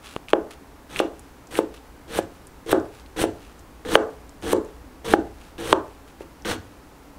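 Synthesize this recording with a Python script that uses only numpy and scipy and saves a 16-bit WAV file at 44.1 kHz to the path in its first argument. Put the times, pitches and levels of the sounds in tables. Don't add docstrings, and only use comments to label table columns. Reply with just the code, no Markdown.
import sys
import numpy as np
from scipy import signal
from scipy.fft import rfft, irfft
from scipy.io import wavfile

SR = 44100
rng = np.random.default_rng(int(sys.argv[2]) if len(sys.argv) > 2 else 0)


def master(y):
    cut = np.clip(np.atleast_2d(y).T, -1, 1)
    pcm = np.round(cut * 32767)
    wavfile.write(sys.argv[1], SR, pcm.astype(np.int16))


N = 316638
TIME = np.arange(N) / SR


def from_db(db):
    return 10 ** (np.asarray(db) / 20)


def rms_one(x):
    return x / np.sqrt(np.mean(x ** 2) + 1e-20)


def at_hz(rows, hz, axis=1):
    rows = np.array(rows)
    return np.interp(np.log(np.maximum(hz, 1)), np.log(rows[:, 0]), rows[:, axis])


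def butter(x, hz, kind, order=2):
    return signal.sosfilt(signal.butter(order, hz, kind, fs=SR, output="sos"), x)


def low_pass(x, hz, order=2):
    return butter(x, hz, "low", order)


def coloured(x, spectrum):
    size = 2048
    magnitude = from_db(at_hz(spectrum, np.fft.rfftfreq(size, 1 / SR)))
    cepstrum = irfft(np.log(magnitude))
    cepstrum[1:size // 2] *= 2
    cepstrum[size // 2 + 1:] = 0
    impulse_response = irfft(np.exp(rfft(cepstrum)))
    return signal.fftconvolve(x, impulse_response)[:len(x)]


def ring(x, modes, lag=0):
    out = 0
    for k, (hz, db, t60) in enumerate(modes):
        radius = np.exp(-np.log(1000) / (t60 * SR))
        angle = 2 * np.pi * hz / SR
        start = from_db(db) * np.array([np.sin(-k * lag), radius * np.sin(angle + k * lag)])
        out = out + signal.lfilter(start, [1, -2 * radius * np.cos(angle), radius * radius], x + 1e-18)
    return out


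def add(track, s, sound):
    i = round(s * SR)
    track[i:i + len(sound)] += sound[:N - i]


def grains(per_s, spread_db):
    sizes = from_db(spread_db * np.minimum(rng.exponential(1, N), 4))
    return sizes * rng.choice([-1, 1], N) * (rng.random(N) < per_s / SR)


def flutter(hz, depth_db):
    return rms_one(from_db(depth_db * rms_one(low_pass(rng.standard_normal(N), hz))))


# crunch_db, fizz_db, grumble_db
CUTS = [(0.895, 0.11, 0.007, 15.5, -41.5, -48, -46.5), (1.509, 0.07, 0.027, 11.5, -39, -43, -41.5),
        (2.08, 0.097, 0.027, 20.5, -39.5, -47, -37), (2.663, 0.055, 0.016, 22, -38.5, -46.5, -32),
        (3.163, 0.051, 0.04, 16.5, -34, -40.5, -28.5), (3.85, 0.11, 0.0072, 20.5, -34.5, -43.5, -28.5),
        (4.424, 0.1056, 0.0088, 13, -36, -43.5, -28), (5.046, 0.082, 0.035, 8, -34.5, -43, -31.5),
        (5.581, 0.15, .006, 10.5, -37.5, -44.5, -32.5), (6.451, 0.043, 0.072, 7, -31.5, -42, -33)]
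# frequency_hz, relative level_db (per Hz)
CRUNCH = [(300, 7), (700, 4.5), (1300, 5), (1700, 6), (2150, 0.5), (2600, 1), (3400, 3), (4200, -1.5),
          (4900, -8), (6100, -4.5), (7200, -10.5), (10000, -19.5)]
# frequency_hz, relative level_db (per Hz)
FIZZ = [(3000, -56), (6500, -8.5), (8000, 7), (9100, 8.5), (10500, 3), (13000, -2), (16000, -10)]
# pitch_hz, relative level_db, t60_s
PRESSED = [(112.5, -7, 0.14), (213, -62, 0.048), (339.2, 6, 0.12), (459, 12, 0.065), (482, -3.5, 0.17),
           (723, -2.5, 0.06)]
FIZZ_SWELL, GRUMBLE_SWELL = 1.4, 0.55
EASE_DB = 21.5


def cuts(fade_in_s=0.0012, crunch_db=2.0, fizz_db=-1.5, grumble_db=-0.5):
    gains = np.zeros((3, N))
    for s, sink_s, ease_s, swell_db, *levels in CUTS:
        on = (TIME > s - fade_in_s) & (TIME < s + sink_s + ease_s)
        t = TIME[on] - s
        ease_db = -EASE_DB * (np.maximum(t - sink_s, 0) / ease_s) ** 2
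        gate = np.interp(t, [-fade_in_s, 0], [0, 1]) * from_db(ease_db)
        sinking_db = swell_db * (np.minimum(t / sink_s, 1) - 0.5)
        for row, (db, share) in enumerate(zip(levels, (1, FIZZ_SWELL, GRUMBLE_SWELL))):
            gains[row, on] += gate * from_db(db + share * sinking_db)
    crunch_gain, fizz_gain, grumble_gain = gains

    leaves = flutter(hz=144, depth_db=1.4)
    cracks = rms_one(coloured(leaves * grains(per_s=5000, spread_db=1.5), CRUNCH))
    juice = rms_one(coloured(leaves * grains(per_s=9000, spread_db=2.5), FIZZ))
    board = rms_one(ring(grains(per_s=2500, spread_db=0.0), PRESSED))
    crunch = from_db(crunch_db) * crunch_gain * cracks
    fizz = from_db(fizz_db) * fizz_gain * juice
    grumble = from_db(grumble_db) * grumble_gain * board
    return crunch + fizz + grumble


# start_s, relative force_db, contact hardness_hz (low-pass of the blow),
# spill_db (into worktop and room)
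CHOPS = [(0.3326, -1, 1570, -3.5), (1, -7.5, 1160, 1), (1.5880, -4.5, 900, -4.5), (2.1871, -5.5, 565, -8.5),
         (2.7280, -5, 1300, 4), (3.238, -9.5, 880, -2), (3.9538, 6, 2060, -3.5), (4.5308, -6.5, 790, 3.5),
         (5.1367, 0.5, 1370, -5.5), (5.7276, 1.5, 2470, -3.5), (6.206, -23, 460, -3),
         (6.529, -15, 218, -11)]
# pitch_hz, level_db, t60_s
BOARD = [(212, -15, 0.012), (324, -7, 0.033), (430, -5.5, 0.068), (581, -5, 0.034), (677, 0, 0.0095),
         (838, -10, 0.039), (1074, 1, 0.0071), (1213, -6, 0.0063), (1544, -2, 0.0098), (2660, -3, 0.0037),
         (3300, -0.5, 0.0065), (6460, -7, 0.0046), (8850, 4.5, 0.0021)]
# pitch_hz, level_db, t60_s
WORKTOP = [(103, -56, 0.11), (266, -34, 0.46), (333, -45, 0.098), (426.3, -32, 0.65), (523, -52, 0.069),
           (532, -25.5, 0.23)]
HEEL_LAG_S, HEEL_DB = 0.00574, -9.5


def chops(spot_db=2.5, travel_lag=2.067, heel_hz=600, radiate_hz=170, spill_hz=1800):
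    close, spill = np.zeros(N), np.zeros(N)
    tap = signal.unit_impulse(SR // 2) + 1e-18
    heel = from_db(HEEL_DB) * np.roll(low_pass(tap, heel_hz), round(HEEL_LAG_S * SR))
    spots = rng.standard_normal((len(CHOPS), len(BOARD), 2))
    for (s, db, hard_hz, spill_db), spot in zip(CHOPS, spots):
        push = from_db(db) * (low_pass(tap, hard_hz) + heel)
        detune = 1 + 0.025 * spot[:, 0]
        weight_db = spot_db * spot[:, 1]
        modes = [(hz * a, level + b, t60) for (hz, level, t60), a, b in zip(BOARD, detune, weight_db)]
        knock = ring(push, modes, travel_lag)
        knock = butter(knock, radiate_hz, "high")
        worktop = ring(push, WORKTOP)
        add(close, s, knock + from_db(spill_db) * worktop)
        add(spill, s, from_db(spill_db) * knock)
    return close, low_pass(spill, spill_hz)


# start_s, peak level_db, pitch_hz (band centre), crumbling_s
SNAPS = [(0.0707, -31, 3150, 0.03), (0.2846, -26, 2420, 0.0032), (0.961, -16, 2270, 0.012),
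         (0.992, -9, 2980, 0.0048), (1.1938, -33.5, 8160, 0.0052), (1.511, -46, 4000, .008),
         (1.554, -18, 2240, 0.0093), (2.47, -32, 7750, 0.0061), (2.715, -15, 11100, 0.0044),
         (2.998, -35.5, 4470, 0.0053), (3.061, -38, 3150, 0.0058), (3.5927, -39, 6950, 0.012),
         (3.8506, -28.5, 1780, 0.0056), (4.2935, -34.5, 6340, 0.0039), (4.5293, -15, 9700, 0.0017),
         (4.648, -40, 7000, 0.0036), (5.5817, -30.5, 3120, 0.0026), (6.207, -37.5, 1740, 0.026),
         (6.422, -37, 6040, 0.0027), (6.4489, -22.5, 2470, 0.0013)]


def snaps(die_s=0.00052, crumble_db=-10, width=1.33):
    out, t = np.zeros(N), TIME[:SR // 10]
    rows = list(SNAPS) + settling()
    for (s, db, hz, crumble_s), noise in zip(rows, rng.standard_normal((len(rows), len(t)))):
        envelope = np.exp(-t / die_s) + from_db(crumble_db) * np.exp(-t / crumble_s)
        burst = butter(noise * envelope, [hz / width, hz * width], "band")
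        add(out, s, from_db(db) * burst / np.abs(burst).max())
    return out


SETTLE_FROM_S, SETTLE_TO_S = 1.3, 5.5
TICK_DB, TICK_HZ, TICK_CRUMBLE_S = -41, 4870, 0.0059


def settling(count=10, spread_db=3.0, spread_octaves=1.0):
    slot_s = (SETTLE_TO_S - SETTLE_FROM_S) / count
    rows = []
    for k, (when, size, pitch) in enumerate(rng.uniform(-0.88, 1, (count, 3))):
        start_s = SETTLE_FROM_S + slot_s * (k + when / 2)
        tick_hz = TICK_HZ * 2 ** (spread_octaves * pitch)
        rows.append((start_s, TICK_DB + spread_db * size, tick_hz, TICK_CRUMBLE_S))
    return rows


# start_s, length_s, level_db
RUBS = [(0.016, 0.15, -45.5), (0.282, 0.032, -41.5), (0.498, 0.042, -44.5), (1.737, 0.036, -49),
        (2.915, 0.11, -54.5), (3.353, 0.25, -60), (5.38, 0.13, -54), (6.068, 0.037, -52.5),
        (6.195, 0.037, -50)]
# frequency_hz, relative level_db (per Hz)
RUB = [(710, -13), (1200, 2), (1970, -2.5), (2710, 1), (4790, -6.5), (5550, -8), (9130, -10.5),
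       (10800, -9.5), (12000, -19), (15000, -20)]
LIFT_AFTER_S, LIFT_S, LIFT_DB = 0.086, 0.2, -61


def rubs(rise=0.27, end_share=0.5):
    lifts = [(s + sink_s + LIFT_AFTER_S, LIFT_S, LIFT_DB) for s, sink_s, *_ in CUTS]
    touch = np.zeros(N)
    for s, length, db in list(RUBS) + lifts:
        progress = (TIME - s) / length
        touch += from_db(db) * np.interp(progress, [0, rise, 1, 1.15], [0, 1, end_share, 0])
    return touch * rms_one(coloured(grains(per_s=5200, spread_db=6.5), RUB))


# pitch_hz, level_db, t60_s
CLICK = [(398, -10.5, 0.0074), (1140, -15.5, 0.0079), (2900, -19, 0.0044), (9000, -37, .003)]


def click():
    out = np.zeros(N)
    add(out, 0.1637, ring(signal.unit_impulse(SR // 20), CLICK, lag=np.pi))
    return out


# frequency_hz, level_db, t60_s
KITCHEN = [(100, -1.5, 0.37), (243, 0.5, 0.22), (440, -4.5, 0.31), (890, -7.5, 0.32), (1530, -9, 0.3),
           (2800, -12.5, 0.2), (7700, -13, 0.29), (14000, -45, 0.084)]


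def kitchen(x, first_echo_s=0.003, build_s=0.014):
    t, edges = TIME[:SR // 2], np.geomspace(60, 16000, 41)
    response, white = 0, rng.standard_normal((len(edges), len(t)))
    swell = 1 - np.exp(-np.maximum(t - first_echo_s, 0) / build_s)
    for low, high, noise in zip(edges, edges[1:], white):
        hz = np.sqrt(low * high)
        decay = np.exp(-np.log(1000) * t / at_hz(KITCHEN, hz, axis=2))
        tail = butter(noise, [low, high], "band") * swell * decay
        share = np.sqrt(2 * (high - low) / SR / np.sum(tail ** 2))
        response = response + from_db(at_hz(KITCHEN, hz)) * tail * share
    return signal.fftconvolve(x, response)[:N]


# frequency_hz, relative level_db (per Hz)
AIR = [(12, -34), (20, -14), (34, -12), (54, -13.5), (72, -0.5), (87, -14.5), (148, -9), (232, -11.5),
       (274, -5.5), (352, -11), (452, -11.5), (631, -15), (857, -13), (3260, -29.5), (15500, -37)]
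AIR_DB = -48.5
RUMBLE_DB, RUMBLE_PEAK_S, RUMBLE_RISE_DB_PER_S, RUMBLE_FALL_DB_PER_S = -48, 5.44, 0.8, 4


def background(hum_hz=275, hum_db=-58, hum_t60=0.092, rumble_hz=60, rumble_t60=0.13):
    air = from_db(AIR_DB) * rms_one(coloured(rng.standard_normal(N), AIR))
    hum = from_db(hum_db) * rms_one(ring(rng.standard_normal(N), [(hum_hz, 0, hum_t60)]))
    rumble = rms_one(ring(rng.standard_normal(N), [(rumble_hz, 0, rumble_t60)]))
    t = TIME - RUMBLE_PEAK_S
    slope_db = np.minimum(RUMBLE_RISE_DB_PER_S * t, -RUMBLE_FALL_DB_PER_S * t)
    return air + hum + rumble * from_db(RUMBLE_DB + slope_db)


def scene():
    knocks, spill = chops()
    cabbage = cuts() + snaps() + rubs()
    return (knocks + cabbage + kitchen(spill + cabbage) + click() + background())[None]


CUTOFF_HZ = 15650


def record(dry, threshold_db=0.0, release_db_per_s=110, attack_hz=70):
    over = np.maximum(20 * np.log10(np.abs(dry[0]) + 1e-9) - threshold_db, 0)
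    release = release_db_per_s * TIME
    held = np.maximum.accumulate(over + release) - release
    ducked = dry * from_db(-low_pass(held, attack_hz, order=1))
    limited = ducked / (1 + ducked ** 6) ** (1 / 6)
    steep_low_pass = signal.ellip(10, 0.1, 70, CUTOFF_HZ, fs=SR, output="sos")
    return signal.sosfilt(steep_low_pass, limited)


dry = scene()
out = record(dry)
master(out)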